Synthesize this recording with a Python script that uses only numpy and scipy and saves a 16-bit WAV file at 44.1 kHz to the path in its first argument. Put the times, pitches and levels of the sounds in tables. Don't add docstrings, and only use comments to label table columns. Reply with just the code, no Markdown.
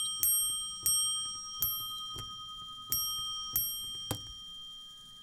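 import sys
import numpy as np
from scipy import signal
from scipy.fft import rfft, irfft, next_fast_len
from scipy.io import wavfile
from scipy.ndimage import uniform_filter1d, map_coordinates

SR = 44100
rng = np.random.default_rng(int(sys.argv[2]) if len(sys.argv) > 2 else 0)


def rack_gain(trim_db):
    fader = np.asarray(trim_db, float)
    return 10 ** (fader / 20)


def wrap_up_sound(samples):
    columns = np.atleast_2d(samples).T
    tamed = np.clip(columns, -1, 1)
    steps = np.round(tamed * 32767).astype(np.int16)
    wavfile.write(sys.argv[1], SR, steps)


N = 230246

# (frequency [Hz], twin frequency [Hz], t60 [s], twin t60 [s])
PAIRS = [
    (1258.86, 1248.55, 19.55, 21.16),
    (3178.01, 3179.4, 7.18, 8.37),
    (5609.44, 5610.86, 2.49, 2.52),
    (8446.84, 8449.06, 1.14, 0.91),
    (11661.3, 11662.9, 0.56, 0.53),
]
# (time [s], peak level [dB], twin peak level [dB], wait until they swell together [s])
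HUM_STATES = [
    (0, -50.9, -66.1, 0.096),
    (0.2313, -52.5, -55.7, 0.022),
    (0.8603, -48.4, -53.0, 0.03),
    (1.6234, -46.6, -50.7, 0.019),
    (2.9223, -45.5, -55.6, 0.083),
    (3.5574, -67.9, -59.5, 0.084),
]
PRIME_STATES = [
    (0, -39.3, -38.2, 0.697),
    (0.2313, -35.9, -43.5, 0.27),
    (0.8603, -37.0, -36.2, 0.208),
    (1.6234, -55.0, -36.6, 0.35),
    (2.9223, -44.3, -35.1, 0.327),
    (3.5574, -50.2, -37.2, 0.394),
]
# (time [s], first level [dB], second level [dB], third level [dB])
UPPER_STATES = [
    (-0.3, -32.5, -17.3, -15.6),
    (0.2313, -34.7, -18.3, -16.1),
    (0.8603, -30.0, -20.6, -27.8),
    (1.6234, -40.0, -37.4, -22.3),
    (2.9223, -32.3, -32.9, -25.0),
    (3.5574, -37.8, -32.2, -22.8),
]
# (level under the partial [dB], wait until they swell together [s])
UPPER_TWINS = [(-7, 0.66), (-20.5, .33), (-14, 0.25)]


def dome():
    t = np.arange(N) / SR
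    upper = np.array(UPPER_STATES)
    states_of_pairs = [np.array(HUM_STATES), np.array(PRIME_STATES)]
    for db, (twin_db, swell) in zip(upper.T[1:], UPPER_TWINS):
        states_of_pairs.append(np.c_[upper[:, 0], db, db + twin_db, np.full(len(db), swell)])
    ring = np.zeros(N)
    for (hz, twin_hz, t60, twin_t60), states in zip(PAIRS, states_of_pairs):
        latest = np.searchsorted(states[:, 0], t, side="right") - 1
        start, db, twin_db, swell = states[latest].T
        age = t - start
        turn = 2 * np.pi * (age - swell)
        ring += rack_gain(db - 60 * age / t60) * np.sin(hz * turn)
        ring += rack_gain(twin_db - 60 * age / twin_t60) * np.sin(twin_hz * turn)
    return ring


# (time [s], crack level [dB], level near 12 kHz [dB], near 15 kHz [dB], near 14 kHz [dB])
BLOWS = [
    (0.2313, 1.1, -20.3, -15.0, -30.0),
    (0.8603, -8.0, -22.9, -32.9, -30.9),
    (1.6234, -9.9, -22.9, -22.8, -49.0),
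    (2.9223, -10.4, -27.8, -22.6, -37.0),
    (3.5574, -11.2, -22.6, -24.6, -40.8),
]
# (frequency [Hz], level [dB], t60 [s], column of BLOWS that drives it [index])
BRIGHT = [(12286, 0, .145, 2), (12256, -17, .17, 2), (15254, 0, .08, 3), (13869, 0, .085, 4),
          (13332, -4, .08, 4), (6933, -32, .075, 1)]


def hammer():
    bright, t = np.zeros(N + SR), np.arange(SR // 2) / SR
    for blow in BLOWS:
        for hz, db, t60, column in BRIGHT:
            partial = rack_gain(blow[column] + db - 60 * t / t60) * np.sin(2 * np.pi * hz * t)
            bright[round(blow[0] * SR):][:len(t)] += partial
    s, crack_db = np.array(BLOWS)[:, :2].T
    snap = taps(s + 0.00005, crack_db + 10.5) + taps(s + 0.0012, crack_db + 7)
    rattle = bursts(s + 0.0004, crack_db - 6, 0.008) + bursts(s, crack_db - 25, 0.04)
    steel = body([(6400, 1040, 2), (8330, 1000, 1.1), (12700, 2300, 0.81)])
    shank = body([(2220, 280, -5.5)])
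    return bright[:N] + filtered(snap + rattle, steel) + filtered(snap, shank)


# (time [s], level [dB], dry shank tick at the blow [dB])
RELEASES = [
    (0.197, -2.5, -50),
    (0.826, 1, -43),
    (1.601, 1.6, -34.5),
    (2.896, 2.6, -37),
    (3.529, 2, -31),
]
# (share of the fall [0-1 up to the blow], knock [dB], tick [dB], clack [dB], table [dB])
STROKE = [
    (0.01, -45, -72, -63, -44.5),
    (0.299, -50, -64, -72, -50.5),
    (0.64, -45, -75, -74, -45.5),
    (1.5, -44.5, -73, -58, -34.5),
]
# (time [s], knock level [dB], table level [dB])
PAWL = [
    (0.493, -46.5, -47),
    (1.254, -49, -44),
    (1.351, -54, -53),
    (1.798, -51, -43.5),
    (1.896, -62, -55),
    (2.616, -54, -48.5),
    (3.183, -49.5, -42.5),
    (3.665, -53.5, -57),
    (3.838, -51.5, -50.5),
    (3.946, -48, -47.5),
]
# (time [s], knock [dB], tick [dB], clack [dB], table [dB])
MISS = [
    (2.14, -49, -62, -62, -50),
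    (2.157, -40, -68, -63, -35.5),
    (2.178, -39, -77, -50.5, -64),
    (2.186, -45, -44, -43.5, -43),
    (2.194, -53, -60, -49, -35.5),
]
# (time [s], knock [dB], tick [dB], clack [dB], table [dB])
STOP = [
    (4.107, -19, -38, -26, -22),
    (4.1105, -34, -46, -35, -34),
    (4.146, -50, -58, -37, -42),
    (4.168, -52, -62, -46, -70),
    (4.266, -47, -52, -53, -52),
]


def contacts():
    light_t60, heavy_t60, stop_t60 = 0.023, 0.048, 0.015
    rows = []
    for (release, db, shank_db), (blow, *_) in zip(RELEASES, BLOWS):
        for share, *parts_db in STROKE:
            rows.append((release + share * (blow - release), *(db + np.array(parts_db)), light_t60))
        rows.append((blow - 0.0015, shank_db - 8, shank_db, shank_db - 25, shank_db - 43, 0.006))
    rows.append((SQUEAKS[4][0], -67, -70, -50, -58, light_t60))
    for s, knock_db, table_db in PAWL:
        rows.append((s, knock_db, knock_db - 7, knock_db - 18, table_db, light_t60))
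    rows += [(*row, heavy_t60) for row in MISS]
    rows += [(*row, stop_t60) for row in STOP]
    return np.transpose(rows)


# (frequency [Hz], width [Hz], level [dB])
FRAME = [(250, 26, 2), (294, 24, 2), (390, 90, -8), (523, 45, 0), (680, 160, -6), (800, 160, -5),
         (1080, 350, -8)]
# (frequency [Hz], width [Hz], level [dB])
LEVER = [(258, 29, 8), (377, 66, 2), (500, 52, -4.5), (694, 400, -16), (1110, 250, -13.5)]
# (frequency [Hz], width [Hz], level [dB])
TABLE = [(107, 15, 0), (165, 40, -12)]
STOP_S, EASE_S = 4.11, 0.11


def levers():
    s, knock_db, tick_db, clack_db, table_db, t60 = contacts()
    s = s + 0.0015
    push = bursts(s, knock_db + 7, 2.5 * t60) - taps(s, knock_db + 31)
    heavy = np.abs(np.arange(N) / SR - STOP_S - 0.05) < 0.1
    knock = filtered(push * heavy, body(FRAME)) + filtered(push * ~heavy, body(LEVER))
    dry_push = bursts(s, tick_db + 10, 1.3 * t60) + taps(s, tick_db + 23.5)
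    tick = filtered(dry_push, body([(815, 1540, -2), (2230, 1370, -1.5)]))
    steel = body([(4270, 1100, -8.5), (7760, 1100, 1.0), (11700, 2100, -5.5), (15200, 1200, -13)])
    clack = filtered(bursts(s, clack_db + 15.0, 0.4 * t60), steel)
    boom = filtered(taps(s, table_db + 51), lambda f: body(TABLE)(f) / (1 + 1j * f / 200))
    return knock + tick + clack + boom


def loose_parts():
    shaking = bursts(STOP[0][0] + 0.0023, -38, 0.17) * rack_gain(4 * wobble(400))
    parts = body([(420, 350, 0), (940, 570, 6), (2100, 2100, -6), (5000, 3000, -5), (9500, 4000, -29)])
    return filtered(shaking, parts)


# (time [s], peak level [dB])
JOLTS = [
    (2.169, -43.5),
    (2.215, -47),
    (4.11, -48),
    (4.289, -43),
]


def table_jolts():
    pushes = JOLTS + [(s + 0.0044, -36.5 + 0.25 * crack_db) for s, crack_db, *_ in BLOWS]
    return filtered(taps(*np.transpose(pushes)), lambda f: rack_gain(55) * body([(48, 30, 0)])(f) ** 2)


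# (time [s], length [s], frequency [Hz], level [dB], chop [0-1])
SQUEAKS = [
    (0.044, 0.029, 3870, -46.5, 0.7),
    (0.053, 0.022, 4450, -55.5, 0.4),
    (0.048, 0.024, 10840, -53, 1),
    (1.958, 0.032, 3970, -56, 0),
    (1.982, 0.041, 3900, -60, 0.5),
    (2.107, 0.036, 3970, -63, .2),
    (3.712, 0.16, 2150, -80, .1),
    (3.85, 0.067, 2140, -77, .1),
    (3.96, 0.14, 2140, -79, 0),
]


def squeaks():
    t, out = np.arange(N) / SR, np.zeros(N)
    for s, length, hz, db, chop in SQUEAKS:
        shape = np.abs(np.sin(np.pi * np.clip((t - s) / length, 0, 1))) ** 0.6
        slips = 1 + chop * np.cos(2 * np.pi * 232 * (t - s))
        pitch = hz * (1 + 0.0054 * wobble(120))
        tone = np.sin(2 * np.pi * np.cumsum(pitch) / SR)
        out += rack_gain(db + 2.5 * wobble(74)) * shape * slips * tone
    return out


# (time [s], level [dB])
LOAD = [(0.0, -77), (0.42, -60), (1.35, -71.5), (1.6, -65), (2.05, -71), (2.36, -82.5), (2.48, -61),
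        (2.63, -65), (2.92, -80), (3.02, -65.5), (3.39, -63.5), (4.19, -67), (4.49, -69.5), (4.71, -82.5),
        (4.83, -74), (5.22, -78.5)]
# (frequency [Hz], width [Hz], level [dB])
TEETH = [(3480, 150, 4), (5560, 160, 5), (6970, 380, 5.5), (8040, 330, -1), (9060, 410, 3.5),
         (10390, 400, 0), (13900, 3200, -9)]


def gear_teeth(strain_db):
    passed = np.cumsum(116.5 * (1 + 0.012 * wobble(2.1))) / SR
    at = np.flatnonzero(np.diff(np.floor(passed)))
    leaf_db = 4 * np.cos(2 * np.pi * np.arange(len(at)) / 10) + 3 * rng.standard_normal(len(at))
    decay = rack_gain(-60 * np.arange(300) / SR / 0.032)
    ticks = np.convolve(np.bincount(at, rack_gain(leaf_db), N), decay)[:N]
    teeth = unit(filtered((unit(ticks) + 0.57) * rng.standard_normal(N), body(TEETH)))
    return rack_gain(-62 + 0.06 * strain_db - 3) * teeth


def frame_shake(shake_db):
    sway = unit(filtered(rng.standard_normal(N), lambda f: body([(34, 45, 0)])(f) ** 2))
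    return rack_gain(shake_db + 1.0) * rack_gain(3 * wobble(11)) * sway


def wheel_rumble(strain_db, idle):
    t = np.arange(N) / SR
    kicks = sum(np.exp(-np.abs(t - row[0]) / 0.05) * (t >= row[0]) for row in BLOWS + MISS[-1:])
    rumble_db = -65.5 + 10.5 * kicks - 0.35 * strain_db * (1 - idle) - 8 * idle
    wheels = body([(106, 9.1, 6), (189.0, 43, -3), (230, 72, -11.5), (356, 49, -17.0)])
    rumble = unit(filtered(rng.standard_normal(N), wheels))
    return rack_gain(rumble_db - 0.5) * rack_gain(2 * wobble(30)) * rumble


def bearings(idle):
    t = np.arange(N) / SR
    dryness_db = 9 * np.exp(-((t - 1.95) / 0.2) ** 2)
    rub_db = -84 + 2.5 * wobble(3.5) - 10 * idle + dryness_db
    rub = unit(filtered(rng.standard_normal(N), lambda f: body([(4020, 80, 0)])(f) ** 2))
    pivots = body([(930, 10, -6), (1640, 12, 0), (1890, 70, -7)])
    whine = unit(filtered(rng.standard_normal(N), lambda f: pivots(f) ** 2))
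    return rack_gain(rub_db + 3.5) * rack_gain(3.3 * wobble(34)) * rub + rack_gain(-81 + 1.5 * wobble(5)) * whine


def train():
    t = np.arange(N) / SR
    shake_db = np.interp(t, *np.transpose(LOAD))
    strain_db = shake_db - shake_db.mean()
    idle = np.clip((t - STOP_S) / EASE_S, 0, 1)
    return gear_teeth(strain_db) + frame_shake(shake_db) + wheel_rumble(strain_db, idle) + bearings(idle)


# (frequency [Hz], t60 [s])
WALLS = [(150, 0.45), (700, 0.14), (2000, 0.11), (12000, 0.063)]


def room(x):
    hz, t, z = signal.stft(rng.standard_normal(SR // 2), SR, nperseg=256)
    fading = z * rack_gain(-60 * t / along(WALLS, hz)[:, None])
    tail = signal.istft(fading, SR, nperseg=256)[1]
    return signal.fftconvolve(np.pad(x, (200, 0)), tail / np.linalg.norm(tail))[:N]


# (frequency [Hz], width [Hz], level [dB])
DRONE = [(130, 14, -3), (182, 7, 3), (246, 12, -2), (458, 8, -14)]


def building():
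    return rack_gain(-71 + 1.5 * wobble(7)) * unit(filtered(rng.standard_normal(N), body(DRONE)))


# (frequency [Hz], level [dB per Hz])
AIR = [(20, 8.5), (80, -17.5), (180, -6), (300, -19.5), (600, -22.5), (1100, -26.5), (1900, -21.5),
       (2800, -38), (3600, -18.5), (7000, -24.5), (11000, -29.5), (15500, -31)]


def quiet_air():
    return rack_gain(-63) * unit(filtered(rng.standard_normal(N), lambda f: rack_gain(along(AIR, f))))


def thinned_near_partials(quiet, loud):
    hz, _, z = signal.stft(quiet, SR, nperseg=1024)
    loud_z = signal.stft(loud, SR, nperseg=1024)[2]

    def level(v):
        return 20 * np.log10(np.abs(v) + 1e-9)

    slope_db = 24 * np.log2(hz[:, None] + 1)
    shadow_db = np.maximum.accumulate(level(loud_z) + slope_db, axis=0) - slope_db
    margin_db = along([(1300, 44), (1480, 36), (1600, 44), (3300, 46), (3620, 36), (3900, 44),
                       (5000, 42), (9500, 42), (12500, 42)], hz)[:, None]
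    power = uniform_filter1d(np.abs(z) ** 2, size=8, axis=0)
    power = uniform_filter1d(power, size=2, axis=1)
    heard = level(np.sqrt(np.abs(power))) > shadow_db - margin_db
    return signal.istft(z * heard, SR, nperseg=1024)[1][:N]


def taps(times, levels_db):
    return np.bincount(np.round(times * SR).astype(int), rack_gain(levels_db), N)


def bursts(times, levels_db, t60s):
    out, t = np.zeros(N + SR), np.arange(SR // 8) / SR
    for s, db, t60 in np.broadcast(times, levels_db, t60s):
        out[round(s * SR):][:len(t)] += rack_gain(db - 60 * t / t60) * rng.standard_normal(len(t))
    return out[:N]


def body(modes):
    def response(f):
        total = 0
        for k, (centre, width, db) in enumerate(modes):
            damping = 1j * f * width
            total = total + (-1) ** k * rack_gain(db) * damping / (centre * centre - f * f + damping)
        return total
    return response


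def filtered(x, response):
    m = next_fast_len(N + SR // 2)
    return irfft(rfft(x, m) * response(np.fft.rfftfreq(m, 1 / SR)), m)[:N]


def wobble(rate):
    knots = rng.standard_normal(int(N * rate / SR) + 4)
    return map_coordinates(knots, [np.arange(N) * rate / SR])


def along(points, hz):
    f, v = np.transpose(points)
    return np.interp(np.log(hz + 1), np.log(f), v)


def unit(x):
    return x / np.sqrt(np.mean(x ** 2) + 1e-20)


def scene():
    bell = dome()
    hits = hammer() + levers() + loose_parts() + table_jolts()
    quiet = filtered(train() + building() + quiet_air(), lambda f: f < 15750)
    mix = bell + hits + rack_gain(-15.0) * room(hits) + squeaks() + thinned_near_partials(quiet, bell)
    return mix[None]


def low_pass(x):
    return signal.sosfilt(signal.butter(12, 16970, fs=SR, output="sos"), x)


def record(dry):
    t = np.arange(N) / SR
    duck_db = np.zeros(N)
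    for s, crack_db, *_ in BLOWS:
        duck_db += (10.4 + 0.58 * crack_db) * np.exp(-np.abs(t - s) / 0.076) * (t >= s)
    mix = filtered(dry[0] * rack_gain(-duck_db), lambda f: f < 16950)
    return low_pass(mix[None])


dry = scene()
out = record(dry)
wrap_up_sound(out)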